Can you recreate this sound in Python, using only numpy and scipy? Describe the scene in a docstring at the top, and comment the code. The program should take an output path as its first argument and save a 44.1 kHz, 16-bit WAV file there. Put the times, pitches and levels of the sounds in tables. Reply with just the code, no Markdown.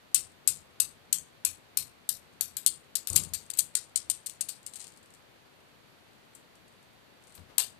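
"""A Newton's cradle on a wooden frame clacks on a workbench in a small room, close to the left microphone.
It first swings freely: each collision is a noisy run of steel contacts, then chatter, ringing and a short tail.
A hand stops the swing, bumping the rumbling frame; the balls jostle in irregular knocks and settle.
Last, fingers scrape and rub softly as one ball is lifted and let go, and it knocks again.
Filtered noise gives the contacts, wood, skin and air; decaying sines give the ring."""
import sys
import numpy as np
from scipy import signal
from scipy.fft import rfft, irfft, next_fast_len
from scipy.io import wavfile

SR = 44100
rng = np.random.default_rng(int(sys.argv[2]) if len(sys.argv) > 2 else 0)


def dump(signal):
    """Clip the signal to [-1, 1] and save it as 16-bit WAV at the path in sys.argv[1]."""
    limited = np.clip(np.atleast_2d(signal).T, -1, 1)
    pcm = np.round(limited * 32767).astype(np.int16)
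    wavfile.write(sys.argv[1], SR, pcm)


N = 343539
TOP_HZ = 14300  # upper edge of the recorder's passband


def undb(db):
    """Logarithmic level: 20 dB is a factor of ten in amplitude."""
    return 10 ** (np.asarray(db) / 20)


def unit(x):
    """Energy normalisation: the squared samples sum to one."""
    return x / np.sqrt(np.sum(x ** 2) + 1e-18)


def fade(t, t60):
    """Exponential decay: the amplitude falls by 60 dB in t60 seconds."""
    return np.exp(-np.log(1000) * t / t60)


def curve(hz, points):
    """Logarithmic frequency scale: interpolate (Hz, value) points along it."""
    f, value = np.transpose(points)
    return np.interp(np.log(hz + 1), np.log(f), value)


def colour(x, points):
    """Minimum phase: a causal filter derived by cepstrum from the gain of (Hz, dB) points."""
    n = next_fast_len(len(x) + 2048, real=True) * 2
    hz = np.arange(n // 2 + 1) * SR / n
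    cepstrum = irfft(np.log(undb(curve(hz, points))))
    # fold the cepstrum onto positive time to make the filter causal
    cepstrum[1:n // 2] *= 2
    cepstrum[n // 2 + 1:] = 0
    response = np.exp(rfft(cepstrum))
    return irfft(rfft(x, n) * response)[:len(x)]


def noise(points):
    """Spectral shaping: white noise is filtered, then scaled to rms 1."""
    return unit(colour(rng.standard_normal(N), points)) * np.sqrt(N)


def add(track, s, x):
    """Superposition: mix x into the track at s seconds."""
    i = int(s * SR)
    track[i:i + len(x)] += x[:N - i]


def swells(rows):
    """Power addition: events (start_s, level_db, rise_s, t60_s) that rise and die away share one envelope."""
    power = np.zeros(N)
    t = np.arange(SR) / SR
    for s, db, rise, t60 in rows:
        attack = np.minimum(t / rise, 1)
        decay = fade(np.maximum(t - rise, 0), t60)
        add(power, s, (undb(db) * attack * decay) ** 2)
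    return np.sqrt(power)


# Spectral density of room air and microphone hiss: frequency_hz, left_db_per_hz, right_db_per_hz
AIR_DENSITY = [(30, -104.2, -110.9), (60, -92.5, -104.9), (95, -85.5, -100.0), (170, -85, -99.3),
               (382, -88, -100.5), (480, -90.5, -91), (1050, -95.5, -94.5), (2000, -97.5, -96.5),
               (4694, -101.4, -101.6), (4900, -106.8, -107.7), (9030, -109.9, -113.5),
               (13960, -111.3, -112.2)]


def air():
    """Uncorrelated steady noise: room air and hiss are independent in the two microphones."""
    rows = np.array(AIR_DENSITY)
    sides = [colour(rng.standard_normal(N), rows[:, [0, column]]) for column in (1, 2)]
    return np.array(sides) * np.sqrt(SR / 2)  # density to amplitude over the whole band


# Relative spectrum of rubbing skin: frequency_hz, gain_db
SKIN_COLOUR = [(100, -3.5), (300, -1), (1000, -7.5), (2000, -16), (5000, -23), (8300, -27), (14000, -30)]
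# Fingers sliding off the ball: start_s, level_db, rise_s, t60_s
FINGER_RUBS = [(7.27, -65.5, .03, 0.68), (7.48, -51, 0.021, 0.38)]


def fingers():
    """Friction noise: skin rubs softly as the lifted ball is let go."""
    return noise(SKIN_COLOUR) * swells(FINGER_RUBS)


# Relative spectrum of the wooden frame: frequency_hz, gain_db
WOOD_COLOUR = [(25, -17.5), (72, -6.5), (87, 4.5), (102, -7), (120, -3), (135, -10.5), (151, 1),
               (190, -9.5), (420, -18.5), (700, -25), (1200, -23), (2000, -42)]
# Dull bumps of the hand on the frame: start_s, level_db, rise_s, t60_s
HAND_BUMPS = [(3.098, -38, 0.011, 0.35), (3.128, -35.5, 0.016, 0.72), (7.378, -47.5, 0.0077, 0.41)]


def frame(free_db=-41, held_db=-47, rise_s=.035, t60_s=0.55):
    """Structure-borne sound: wood rumbles as strings take up each blow, less once held, and at hand bumps."""
    free = [(s, db + free_db, rise_s, t60_s) for s, db, *_ in free_swing()]
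    held = [(s, db + held_db, rise_s, t60_s) for s, db, *_ in HAND_KNOCKS]
    return swells(free + held + list(HAND_BUMPS)) * noise(WOOD_COLOUR)


def room(blow, t60_s=0.22, treble_t60_s=0.17, grain_db=3.5, size=50):
    """Reverberation: patchy reflections build a tail, new each time as the balls are never in the same place."""
    t = np.arange(SR // 3) / SR
    white = rng.standard_normal(len(t))
    low = signal.sosfiltfilt(signal.butter(4, 10500, fs=SR, output="sos"), white)
    # the level is redrawn every `size` samples
    steps = np.repeat(rng.standard_normal(len(t) // size + 1), size)[:len(t)]
    build_up = np.clip((t - .003) / 0.0027, 0, 1)
    decaying = low * fade(t, t60_s) + (white - low) * fade(t, treble_t60_s)
    tail = decaying * undb(grain_db * steps) * build_up
    # the walls hear the blow from all sides, which evens out much of its comb colour
    return unit(tail) + .6 * unit(signal.fftconvolve(tail, blow)[:len(t)])


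def patchy(x, spread_db, count=30):
    """Interference: reflections cancel and reinforce at other pitches for every position of the balls."""
    hz = np.linspace(1000, TOP_HZ, count)
    return colour(x, np.c_[hz, spread_db * rng.standard_normal(count)])


# Metallic modes of the cradle: pitch_hz, level_db (before the common ring gain), t60_s
CRADLE_MODES = [(4130, -23, .1), (4530, -23, .1), (6810, -22, .11), (7560, -20, .12), (8130, -18, .11),
                (9620, -22, .1), (12300, -23, .09)]


def ring(x):
    """Modal resonance: convolution with decaying sines rings the short metallic modes of the cradle."""
    t = np.arange(SR // 3) / SR
    modes = np.zeros(len(t))
    for hz, db, t60 in CRADLE_MODES:
        modes += undb(db) * unit(np.sin(2 * np.pi * hz * t) * fade(t, t60))
    return signal.fftconvolve(x, modes)[:N]


def contacts(t, times, sizes, t60):
    """Impact scattering: hard ticks, each scattered at once by the neighbouring balls and the frame."""
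    age = t - times[:, None]
    power = sizes[:, None] ** 2 * (age >= 0) * fade(np.abs(age), t60) ** 2
    return unit(np.sqrt(power.sum(0)) * rng.standard_normal(len(t)))


def collision(run_ms, chatter_db, count=6):
    """Momentum transfer: the blow swells as it runs down the row ball by ball; loosened balls then chatter."""
    t = np.arange(SR // 20) / SR
    k = np.arange(count)
    steps = (k + rng.uniform(0, .6, count) * (k > 0)) / count
    sizes = undb(2.1 * rng.standard_normal(count) - 1.7 * (k == 0))  # the first contact tends to be weaker
    blow = contacts(t, steps * run_ms / 1000, sizes, t60=.006)
    later = 0.0044 + 0.014 * (k + rng.random(count)) / count  # seconds
    chatter = contacts(t, later, undb(2.0 * rng.standard_normal(count)), t60=0.013)
    return unit(blow + undb(chatter_db - 2) * chatter)


# Relative spectrum of a steel contact: frequency_hz, gain_db
STEEL_COLOUR = [(300, -44), (700, -31.5), (1300, -24), (2000, -21), (2800, -14), (3700, -12), (4400, -6.5),
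                (5500, -11), (6500, -7), (8200, 1.5), (9500, -2), (10700, -7), (12600, -6), (14200, -10.5)]


def steel(x, body_db, treble_db):
    """Spectral tilt: each contact has its own share of body and treble."""
    tilt = [(1500, 1.4 * body_db), (4500, .7 * body_db), (7500, 0), (9300, 0), (12000, treble_db)]
    return unit(colour(colour(x, STEEL_COLOUR), tilt))


# Ceiling of the scattered light touches between the balls: time_s, level_db
TOUCH_LEVEL = [(0, -61), (3.1, -61), (4.8, -48.5), (5.3, -68), (6.0, -66.5), (6.4, -54.5), (6.9, -61.5),
               (7.35, -53), (7.8, -68.5)]
# Spells of dense light ticks: jostling balls, at the end a finger scrape: start_s, end_s, highest_level_db
TICK_SPELLS = [(3.081, 3.265, -36), (3.37, 3.476, -50), (4.741, 4.891, -41), (4.888, 5.179, -49.5),
               (7.26, 7.37, -53.5)]


def touches(count=60, order=8, run_ms=3, body_db=0, treble_db=-7, chatter_db=-9, room_db=-11):
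    """Random light impacts: scattered touches and spells of dense ticks, in the columns of the knocks."""
    when, size = rng.random((count, 2)).T
    times = when * (N - 1) / SR
    rows = list(zip(times, np.interp(times, *np.transpose(TOUCH_LEVEL)) - 9 * size))
    for start, end, db in TICK_SPELLS:
        # one tick at a random moment in each of `order` equal slots
        for k, (u, v) in enumerate(rng.random((order, 2))):
            rows.append((start + (end - start) * (k + u) / order, db - 7 * v))
    return [(s, db, run_ms, body_db, treble_db, chatter_db, room_db) for s, db in rows]


# Free swing: one collision per half period; the intervals shrink with the arc and alternate slightly
FIRST_S, HALF_PERIOD_S, QUICKEN_S, LIMP_S = .1449, .3289, .00186, .0008
# settings of the first collision, in the columns of the knocks
FIRST_DB, FIRST_RUN_MS, FIRST_BODY_DB, FIRST_TREBLE_DB = -10, 5.3, -5.5, -3
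FIRST_CHATTER_DB, SWING_ROOM_DB = -5.5, -11.5
# change from each collision to the next
LOSS_DB, RUN_LOSS_MS, BODY_GAIN_DB, TREBLE_GAIN_DB, CHATTER_LOSS_DB = 0.88, 0.25, 0.6, 1.5, 2.5


def free_swing(count=8):
    """Damped pendulum: in the columns of the knocks, each collision is softer, shorter and cleaner."""
    k = np.arange(count)
    times = FIRST_S + HALF_PERIOD_S * k - QUICKEN_S * k * (k - 1) / 2 + LIMP_S * (k % 2)
    db = FIRST_DB - LOSS_DB * k
    run_ms = FIRST_RUN_MS - RUN_LOSS_MS * k
    body_db = FIRST_BODY_DB + BODY_GAIN_DB * k
    treble_db = FIRST_TREBLE_DB + TREBLE_GAIN_DB * k
    chatter_db = FIRST_CHATTER_DB - CHATTER_LOSS_DB * k
    room_db = np.full(count, SWING_ROOM_DB)
    return list(zip(times, db, run_ms, body_db, treble_db, chatter_db, room_db))


# Knocks once the hand interferes, all levels relative (fixed offsets and weights are applied in play):
# start_s, level_db, run_ms (length of the contact run), body_db, treble_db, chatter_db, room_db
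HAND_KNOCKS = [(2.5679, -22.5, 4.1, 1, 8, -7, -11.5), (2.6623, -9.5, 3.1, -6, -2.5, -2, -15),
               (2.9543, -17, 5.8, 0, 1, -5.5, -14.5), (3.072, -21.5, 2.1, 3, 8, -8, -11.5),
               (3.0997, -24.5, 4.1, -14, -7, -13, -17), (3.13, -27, 3.7, -7, -7, -4, -20),
               (3.154, -24, 6.5, -8, 4, -17, -20), (3.16, -8, 5.3, -3, 0.5, -8.5, -13),
               (3.2346, -31, 4.1, -1, -10, -4, -18), (3.3357, -21, 4.8, -.5, -1.5, 3, -12),
               (3.5008, -25.5, 3.6, 2, -1, -4.5, -22), (3.535, -33.5, 4.9, 2.5, -4, -24, -11),
               (3.5723, -31, 2.8, 1, 10, -11, -2), (3.5883, -11, 5.6, -4.5, 0, -3.5, -14.5),
               (3.7514, -15.5, 4.1, -2.5, -5.5, -9, -12), (3.958, -15.5, 3.3, -5.5, -8.5, -4, -16),
               (4.0994, -15.5, 3.7, -4, -5, -3, -15.5), (4.261, -25.5, 10, -4.5, -2, -2, -15),
               (4.296, -35, 3, 0, -4, -17, -9), (4.4088, -19.5, 5.7, -5.5, -7.5, -8, -15),
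               (4.486, -26, 7.1, -0.5, -1, 0, -8.5), (4.6631, -31, 4, -3.5, -5, -5, -13),
               (4.736, -39.5, 2.4, 2.5, -9, -11, -10), (4.756, -33.5, 7.1, 0.5, -6, -1, -16),
               (4.802, -36.5, 5.7, -1, -20, -3, -11), (4.8417, -41, 5, 4, -10, -14, -11),
               (6.3499, -44, 3.6, -12, -2.5, -12, -9.5), (7.349, -42, 6.8, 0, 7, -1, -11.5),
               (7.377, -49.5, 3.8, 25.5, -2.5, -7.5, -19), (7.581, -11, 3.2, 1.5, 3.5, -11, -10),
               (7.598, -20.5, 4.4, 1.5, -3, 1, -18)]


def balls(ring_db=5):
    """Direct and reverberant sound: every collision and touch sounds with its ring and room tail."""
    out, send = np.zeros((2, N))
    events = free_swing() + list(HAND_KNOCKS) + touches()
    for s, db, run_ms, body_db, treble_db, chatter_db, room_db in events:
        blow = collision(run_ms, chatter_db)
        gain = undb(db + 24.5)  # from unit energy to playing level
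        clack = steel(blow, body_db, treble_db) * gain
        tail = steel(patchy(room(blow), 2.5), body_db + 5.0, treble_db - 0.5)
        add(out, s, clack)
        add(send, s, clack * undb(room_db))  # room_db also sets how strongly the cradle rings
        add(out, s, tail * gain * undb(room_db + 5.0))
    return out + undb(ring_db) * ring(send)


def scene():
    """Proximity: the right microphone picks up only a faint, filtered share of the toy."""
    left = balls() + frame() + fingers()
    faint = [(90, -15), (300, -24.0), (1500, -25.5), (4000, -32.5), (8500, -50), (13000, -35.5)]
    return np.array([left, colour(left, faint)]) + air()


def record(dry):
    """Saturation and band limiting: the recorder rounds the highest peaks and cuts the top."""
    ceiling = 1.5
    rounded = ceiling * np.tanh(dry / ceiling)
    return signal.sosfilt(signal.ellip(8, .3, 70, TOP_HZ, fs=SR, output="sos"), rounded)


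dry = scene()
out = record(dry)
dump(out)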